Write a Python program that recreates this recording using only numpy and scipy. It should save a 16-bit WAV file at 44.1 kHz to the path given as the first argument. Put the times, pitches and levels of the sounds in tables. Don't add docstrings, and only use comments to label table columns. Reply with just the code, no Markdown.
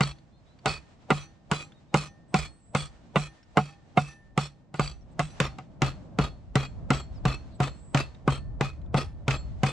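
import sys
import numpy as np
from scipy import signal
from scipy.fft import rfft, irfft, next_fast_len
from scipy.io import wavfile
from scipy.ndimage import uniform_filter1d

SR = 44100
rng = np.random.default_rng(int(sys.argv[2]) if len(sys.argv) > 2 else 0)


def pcm_store(signal):
    levels = np.round(np.clip(np.atleast_2d(signal), -1, 1) * 32767)
    wavfile.write(sys.argv[1], SR, levels.astype(np.int16).T)


N = 428632
MOVE_S = 5.3


def undb(db):
    return 10 ** (np.asarray(db) / 20)


def colour(x, points):
    hz, db = np.transpose(points)
    size = next_fast_len(x.shape[-1])
    log_hz = np.log(np.maximum(np.fft.rfftfreq(size, 1 / SR), 1))
    gain = undb(np.interp(log_hz, np.log(hz), db))
    return irfft(rfft(x, size) * gain, size)[..., :x.shape[-1]]


def unit(x):
    return x / np.sqrt(np.mean(x ** 2))


def peak(x, db):
    return x * undb(db) / np.max(np.abs(x))


def ring(force, hz, db, t60, turn):
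    pole_z = np.exp(2j * np.pi * hz / SR - np.log(1000) / (t60 * SR))
    swing = undb(db) * signal.lfilter([1], [1, -pole_z], force)
    left = (swing * np.exp(.5j * turn)).imag
    right = (swing * np.exp(-.5j * turn)).imag
    return np.array([left, right])


def walk(rate):
    hold = int(SR / rate)
    steps = np.repeat(rng.standard_normal(N // hold + 1), hold)
    return uniform_filter1d(uniform_filter1d(steps, hold), hold)[:N]


def clusters(size, count):
    return uniform_filter1d(rng.standard_normal((count, size)), size=350) * np.sqrt(350)


def pair(size, unlike):
    mid, side = rng.standard_normal((2, size))
    return np.array([mid + unlike * side, mid - unlike * side])


def add(out, s, x):
    i = int(s * SR)
    first, last = max(i, 0), min(i + x.shape[1], N)
    out[:, first:last] += x[:, first - i:last - i]


# (time [s], rumble [dB], hush [dB], hiss [dB]), before random flicker
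WIND = [(0.0, -56.5, -48.5, -66.5), (0.27, -64, -59, -72), (0.89, -66.5, -55, -63),
        (2.76, -59, -56.5, -76.5), (2.95, -60.5, -57, -61.5), (3.9, -66.5, -57.5, -68),
        (4.28, -59.5, -58, -72), (4.71, -72, -57, -79.5), (4.93, -46, -54, -69), (5.2, -52, -50, -70.5),
        (5.38, -47, -47.5, -53), (5.6, -50.5, -49, -72), (6.39, -48, -49, -76), (7.04, -38, -48.5, -69),
        (8.23, -47, -50, -73.5), (8.44, -38, -48, -81), (9.07, -39, -49, -92), (9.72, -36, -48.5, -54)]
# (frequency [Hz], relative level [dB per Hz])
RUMBLE_COLOUR = [(12, -30), (25, -9), (40, -3), (60, 0), (85, -4), (120, -11), (200, -22), (400, -45),
                 (2000, -120)]
HUSH_COLOUR = [(71, -6.5), (120, 0.5), (169, -1.5), (319, -10.5), (417, -19), (618, -14), (757, -19),
               (2500, -46.5), (3250, -72.5), (5500, -120)]
NEEDLE_COLOUR = [(900, 1), (1800, -5), (4000, -10), (7800, -16), (9000, -24), (10500, -58)]
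SHIVER_DB, SHIVER_S = -20.5, 0.1


def outdoors():
    t = np.arange(N) / SR
    s, *levels = np.transpose(WIND)
    rumble_db, hush_db, hiss_db = (np.interp(t, s, db) for db in levels)
    rumble = unit(colour(pair(N, .8), RUMBLE_COLOUR)) * undb(rumble_db + 5 * walk(9))
    hush = unit(colour(pair(N, 0.51), HUSH_COLOUR)) * undb(hush_db + 3 * walk(9.3))
    shiver = np.zeros(N)
    for blow_s, _, _, _, _, _, chatter_db, _, _ in BLOWS:
        decay = np.exp(-np.abs(t - blow_s) / SHIVER_S)
        shiver += undb(chatter_db + SHIVER_DB) * (t > blow_s) * decay
    hiss = unit(colour(pair(N, 0.85), NEEDLE_COLOUR)) * (undb(hiss_db) + shiver) * undb(2.2 * walk(24))
    return rumble + hush + hiss


# (time [s], length [s], first pitch [Hz], last pitch [Hz], level [dB], pitch tremble [Hz rms])
BIRDS = [(0.316, 0.068, 3430, 3750, -75, 20), (.32, 0.092, 4130, 4220, -72, 20),
         (0.453, 0.1, 3800, 4100, -70, 20), (.46, 0.074, 3480, 3650, -76, 17),
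         (1.737, 0.066, 3800, 3680, -67, 40), (1.885, .065, 3765, 3700, -71.5, 34),
         (2.28, .07, 8000, 8100, -66, 150), (2.457, 0.16, 8100, 8240, -64, 100),
         (2.595, 0.19, 7670, 8000, -62.5, 120), (3.47, 0.1, 7430, 7700, -82, 130),
         (5.006, 0.029, 5900, 5400, -67.5, 59), (5.113, 0.028, 7800, 7500, -68, 60.4),
         (7.147, 0.045, 5570, 4500, -60.5, 68), (7.508, 0.065, 4200, 3900, -64.5, 330),
         (7.545, 0.035, 8100, 7440, -63, 67), (7.717, 0.36, 7650, 8060, -59.5, 190)]


def birds():
    out = np.zeros((2, N))
    for s, length, from_hz, to_hz, db, smear_hz in BIRDS:
        u = np.linspace(0, 1, int(length * SR))
        tremble = unit(uniform_filter1d(rng.standard_normal((2, len(u))), size=90))
        pitch = from_hz + (to_hz - from_hz) * u + smear_hz * tremble
        phase = 2 * np.pi * np.cumsum(pitch, axis=1) / SR
        envelope = np.sqrt(np.sin(np.pi * u) + 1e-9)
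        add(out, s, undb(db) * envelope * np.sin(phase))
    return out


# (time [s], burst peak [dB], pitch [Hz])
SLAPS = [(0.1848, -53, 4500), (0.589, -52, 4500), (0.7295, -34, 3420), (1.72, -47, 3500),
         (2.0168, -53, 2820), (2.827, -37, 3870), (3.4292, -53, 5470), (4.3064, -68, 2370),
         (5.429, -36, 2570), (6.934, -26, 2650), (7.281, -32, 2560), (7.6317, -22.5, 2630),
         (7.9732, -18.5, 2570), (8.147, -47, 3770), (8.815, -58, 4000), (8.86, -61, 3630),
         (8.305, -28.5, 2470), (8.639, -45, 2500), (8.972, -28, 3550), (9.3078, -18.5, 2640),
         (9.6651, -24, 2340)]
# (frequency [Hz], relative level [dB per Hz])
EDGE_COLOUR = [(710, -49.5), (1200, -3), (2540, -2.5), (4930, -11), (6800, -11.5), (7410, -14), (8330, -18),
               (9890, -30), (12000, -37), (15500, -49)]


def slaps():
    out, t = np.zeros((2, N)), np.arange(SR // 10) / SR
    for s, db, hz in SLAPS:
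        burst = pair(len(t), .6) * np.exp(-t / .005)
        contact = colour(burst, EDGE_COLOUR) * np.cos(5 * np.pi * t)
        add(out, s, peak(contact, db) + peak(ring(burst[0], hz, 0, .012, .5), db - 4))
    return out


# (frequency [Hz], t60 [s], level against the knock before the move [dB], after it [dB])
FREE_PARTS = [(325, .9, -55.5, -61), (802, 0.6, -54, -59), (1820, 1, -59.5, -60),
              (4307, 0.27, -58.5, -49.5), (5970, 0.22, -59, -68.5), (7520, 0.14, -67, -71),
              (9700, 0.39, -69.5, -67.5)]
# (time [s], frequency [Hz], level [dB])
HARD_TAPS = [(0.767, 1850, -76), (1.213, 4370, -57), (1.213, 5970, -53), (1.624, 5970, -64),
             (1.624, 7630, -58), (2.053, 800, -65), (2.053, 1820, -67), (2.053, 5970, -58),
             (2.452, 4307, -55), (3.267, 1810, -61.5), (3.68, 1790, -66), (4.082, 1790, -53),
             (4.082, 5970, -59), (4.082, 9981, -68), (4.904, 5970, -63), (5.302, 5970, -61),
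             (5.302, 9981, -70), (5.49, 780, -56), (5.49, 4330, -62), (5.908, 4300, -63),
             (7.691, 4270, -56.5), (8.364, 4360, -59), (6.276, 4307, -56), (6.644, 4307, -57),
             (6.644, 7600, -57), (6.992, 4320, -52), (6.992, 7500, -53), (7.341, 4290, -52.5),
             (7.341, 5970, -62), (7.691, 7520, -63), (8.035, 4307, -55), (8.035, 1782, -68),
             (8.365, 1782, -63), (9.032, 802, -59), (9.032, 1782, -67), (9.032, 9981, -74),
             (9.369, 4307, -48.5), (9.369, 7540, -51)]
FREE_SPREAD_DB = 3


def free_rings():
    out, t = np.zeros((2, N)), np.arange(SR // 2) / SR
    swell = np.sin(np.pi * np.clip(t / 0.085, 0, 1)) ** 2
    parts = np.array(FREE_PARTS)
    usual = []
    for s, _, _, knock_db, *_ in BLOWS:
        moved = s > MOVE_S
        last_tap = PLACES[moved][3]
        for hz, _, *levels in FREE_PARTS:
            db = knock_db + levels[moved] + FREE_SPREAD_DB * rng.standard_normal()
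            usual.append((s + last_tap, hz, db))
    for s, hz, db in usual + HARD_TAPS:
        t60 = np.interp(hz, parts[:, 0], parts[:, 1])
        force = swell * np.sin(2 * np.pi * hz * t)
        line = ring(force, hz, 0, t60, 0.37 * rng.standard_normal())
        add(out, s - .045, peak(line, db) * np.cos(np.pi * t))
    return out


# (frequency [Hz], relative drive [dB], longest t60 [s]), varied at each blow
CLAMP_MODES = [(1286, 2.5, 0.3), (1992, 2.5, 0.009), (2430, -2.5, 0.18), (2580, 7, 0.24), (2950, -13, 0.36),
               (3340, -9, 0.17), (3425, 2.5, 0.29), (4090, -2.5, 0.27), (3820, -7.5, 0.06),
               (4465, 13, 0.011), (4680, -11.5, 0.02), (5200, -13.5, 0.045), (4920, -3, 0.18),
               (5610, -2, 0.037), (6970, -16.5, 0.027), (7350, -17, 0.023), (7915, 7.5, 0.012)]
# (frequency [Hz], relative level [dB per Hz])
CONTACT_COLOUR = [(240, -61.5), (400, -20.5), (886, -20), (1280, -4), (1690, -20.5), (2550, -12),
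                  (3620, -16.5), (4560, -18), (6480, -17), (7910, -16.5), (9400, -23.5), (13800, -43),
                  (14800, -79.5)]


def clamp(t, chatter_db, start, end):
    stop = 1 / (1 + np.exp((t - end) / .008))
    onset = 1 / (1 + np.exp((start - t) / 0.0051))
    tail = undb(-5.5) * np.exp(-t / 0.093)
    shake = np.exp(-t / 0.087) * onset * (stop + tail)
    size_db = 1.9 * clusters(len(t), count=1) + 3.3 * np.minimum(rng.exponential(size=len(t)), 3)
    size = undb(size_db) * (rng.random(len(t)) < .2)
    taps = unit(pair(len(t), 0.74) * size) * shake
    soft = colour(taps[0], [(600, -1.5), (1200, -10.5), (8500, -9.5), (11000, -39), (14000, -51.5)])
    struck = undb(2.5 * clusters(len(t), count=len(CLAMP_MODES)))
    varied = rng.standard_normal((len(CLAMP_MODES), 3))
    steel = 0
    for (hz, db, t60), (gain, shift, turn), force in zip(CLAMP_MODES, varied, soft * struck):
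        damped_t60 = min(t60, .065)
        steel = steel + ring(force, hz * (1 + .025 * shift), db + 3.5 * gain, damped_t60, .7 * turn)
    return undb(chatter_db) * (undb(-25.5) * steel + undb(17) * colour(taps, CONTACT_COLOUR))


# (frequency [Hz], relative peak [dB], longest t60 [s]), varied per blow
POLE_MODES = [(203, -2.5, 0.096), (257.3, -18.5, 0.36), (320.5, -13, 0.026), (438, -8.5, 0.086),
              (537, 0.5, 0.014), (593, -12, 0.075), (759, 0, 0.077), (850, -6.5, 0.044),
              (1168, -2.5, 0.033), (1268, -2.5, 0.053), (1411, 0, 0.048), (2052, 0, 0.019),
              (2300, -21.5, 0.02), (2660, -6.5, 0.028), (3686, -14.5, 0.18)]
# (frequency [Hz], relative level [dB per Hz])
SPLIT_COLOUR = [(120, -47.5), (200, 4), (422, -8), (1170, 3), (1710, -17), (2020, -17.5), (2960, -11.5),
                (3360, -44.5), (4750, -102), (7620, -55.5), (9660, -79), (15500, -64.5)]
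THUMP_T60_S, SWING_T60_S = 0.26, 0.14
SWAY_HZ, SWAY_S = 66, .035
SPLIT_DB = -4.5


def pole(t, swing_db, swing_hz, thump_db, thump_hz, knock_db, knock_hz, crack_db, jolt_db):
    push = np.gradient(np.sin(np.pi * np.clip(t / 0.0026, 0, 1)) ** 2)
    thump = peak(ring(push, thump_hz, 0, THUMP_T60_S, 0), thump_db)
    swing = peak(ring(push, swing_hz, 0, SWING_T60_S, 0), swing_db)

    bite = uniform_filter1d(rng.standard_normal(len(t)), size=5) * np.exp(-t / 0.0081)
    varied = rng.standard_normal((len(POLE_MODES), 3))
    knock = 0
    for (hz, db, t60), (gain, shift, turn) in zip(POLE_MODES, varied):
        near_db = 5 * np.exp(-(np.log(hz / knock_hz) / 0.14) ** 2)
        wood_t60 = min(t60, .045 + 40 / hz)
        mode = ring(bite, hz * (1 + .02 * shift), 0, wood_t60, .45 * turn)
        knock = knock + peak(mode, db + near_db + 2.5 * gain)
    body = thump + swing + peak(knock, knock_db)
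    high_pass = signal.butter(2, 95, "high", fs=SR, output="sos")
    body = signal.sosfilt(high_pass, body)

    sway_colour = [(SWAY_HZ / 4, -30), (SWAY_HZ, 0), (SWAY_HZ * 2, -28), (SWAY_HZ * 20, -120)]
    jolt = unit(colour(pair(len(t), .8), sway_colour)) * t * np.exp(-t / SWAY_S)
    jolt = jolt * undb(jolt_db) / np.std(jolt[:, :SR // 10])

    split = colour(pair(len(t), .3), SPLIT_COLOUR) * np.exp(-t / 0.0094) * (1 - np.exp(-t / 0.004))
    edge = colour(pair(len(t), 0.57), EDGE_COLOUR)
    bright = colour(edge, [(6500, 1), (7800, 12.6), (9500, 6.9), (15000, 18)])
    snap = bright * np.exp(-t / 0.0023)
    crack = (snap + 0.22 * edge * np.exp(-t / 0.03)) * (1 - np.exp(-t / 0.00055))
    return body + jolt + peak(split, knock_db + SPLIT_DB) + peak(crack, crack_db)


# (time [s], thump peak [dB], thump pitch [Hz], knock peak [dB],
# knock centre [Hz], crack peak [dB], chatter gain [dB], chatter end after the blow [s], jolt rms over 0.1 s [dB])
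BLOWS = [(0.007, -17, 141.7, -11.5, 2400, -14.5, -37.5, 0.11, -42),
         (0.658, -23.5, 147, -11, 725, -17, -36, 0.12, -40),
         (1.104, -18.5, 146, -8, 473, -21.5, -39, 0.15, -42),
         (1.514, -24.5, 149, -11.5, 1030, -14.5, -36, 0.13, -53),
         (1.942, -18.5, 148, -9.5, 660, -14.5, -34.5, 0.14, -44),
         (2.342, -19.5, 149, -11.5, 730, -16, -34, 0.13, -36.5),
         (2.749, -21, 146, -10.5, 564, -15, -37.5, 0.13, -42.5),
         (3.158, -18, 148, -8.5, 1130, -22, -38, 0.12, -43),
         (3.571, -18.5, 145.7, -7, 835, -18.5, -45.5, 0.17, -47),
         (3.973, -18.5, 144, -7, 780, -25.5, -42.5, 0.19, -45),
         (4.376, -20.5, 144.5, -12.5, 870, -16, -38.5, 0.11, -46),
         (4.741, -35, 149, -27.5, 1540, -36, -52, 0.29, -66),
         (4.795, -21.5, 145.5, -12.5, 765, -21.5, -39.5, 0.13, -37),
         (5.193, -22, 151, -12, 780, -17.5, -46, 0.13, -43),
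         (5.401, -24, 138.4, -15.5, 527, -7, -31.5, 0.078, -39),
         (5.585, -43, 139, -30, 765, -30.5, -74, 0.072, -69),
         (5.819, -21, 135.7, -14, 517, -7, -29.5, 0.084, -35.5),
         (6.187, -22, 141.4, -13.5, 480, -13, -30.5, 0.09, -34.5),
         (6.555, -19.5, 136.3, -15, 1230, -8.5, -32, 0.11, -40),
         (6.904, -21, 139, -12, 1270, -8, -31, 0.11, -38),
         (7.253, -21.5, 134.3, -13.5, 403, -12, -30.5, 0.1, -35.5),
         (7.602, -20.5, 137, -15, 766, -17.5, -30, 0.089, -39),
         (7.946, -20, 137, -13.5, 740, -11, -27, 0.081, -38),
         (8.277, -19.5, 137.4, -11.5, 1190, -21, -33.5, 0.11, -38.5),
         (8.609, -24.5, 139, -13.5, 455, -12.5, -34, 0.089, -39.5),
         (8.943, -20.5, 139.3, -13.5, 780, -20.5, -29, 0.098, -50),
         (9.28, -21, 133.4, -14.5, 570, -9.5, -30, 0.094, -41),
         (9.633, -20.5, 137, -14.5, 730, -12, -29.5, 0.083, -46)]
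# (first swing against thump [dB],
# its pitch above the thump [Hz], chatter start [s], last tap [s], left minus right [dB])
PLACES = [(-4, 18, 0.014, .11, -0.74), (-2.5, 1.5, .023, 0.065, 0.8)]
# (frequency [Hz], gain [dB])
MOVED_COLOUR = [(150, 1.5), (260, 6.5), (450, 2), (6000, -6.5), (9000, -11.5), (13000, 1)]
SWISH_COLOUR = [(250, -17.5), (750, -9.5), (1500, -29.5), (6000, -42.5), (12000, -56.0)]
SWISH_DB = -26


def chopping():
    out, t = np.zeros((2, N)), np.arange(SR // 2) / SR
    for s, thump_db, thump_hz, knock_db, knock_hz, crack_db, chatter_db, end, jolt_db in BLOWS:
        swing_db, over_hz, start, _, pan_db = PLACES[s > MOVE_S]
        blow = pole(t, thump_db + swing_db, thump_hz + over_hz, thump_db, thump_hz,
                    knock_db, knock_hz, crack_db, jolt_db)
        blow = blow + clamp(t, chatter_db, start, end)
        if s > MOVE_S:
            blow = colour(blow, MOVED_COLOUR)
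        add(out, s, blow * np.cos(np.pi * t) * undb([[pan_db / 2], [-pan_db / 2]]))
        rise = t[:SR // 20]
        swish = unit(colour(pair(len(rise), 0.25), SWISH_COLOUR))
        swish = swish * np.exp((rise - rise[-1]) / 0.007) * undb(knock_db + SWISH_DB)
        add(out, s - len(rise) / SR, swish)
    return out


def scene():
    return outdoors() + birds() + slaps() + free_rings() + chopping()


# (frequency [Hz], gain [dB])
PORT_TILT = [(100, -.5), (4000, -.5), (8000, -3), (13000, -2.5)]
# (frequency [Hz], gain [dB])
TREBLE_LOSS = [(9000, 0), (12000, -6), (15500, -22)]
BASS_HZ, TOP_HZ = 30, 15700


def record(dry):
    left = colour(dry[0], PORT_TILT)
    ports = colour(np.array([left, dry[1]]), TREBLE_LOSS)
    ports = signal.sosfilt(signal.butter(2, BASS_HZ, "high", fs=SR, output="sos"), ports)
    return signal.sosfilt(signal.ellip(8, .2, 70, TOP_HZ, fs=SR, output="sos"), ports)


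dry = scene()
out = record(dry)
pcm_store(out)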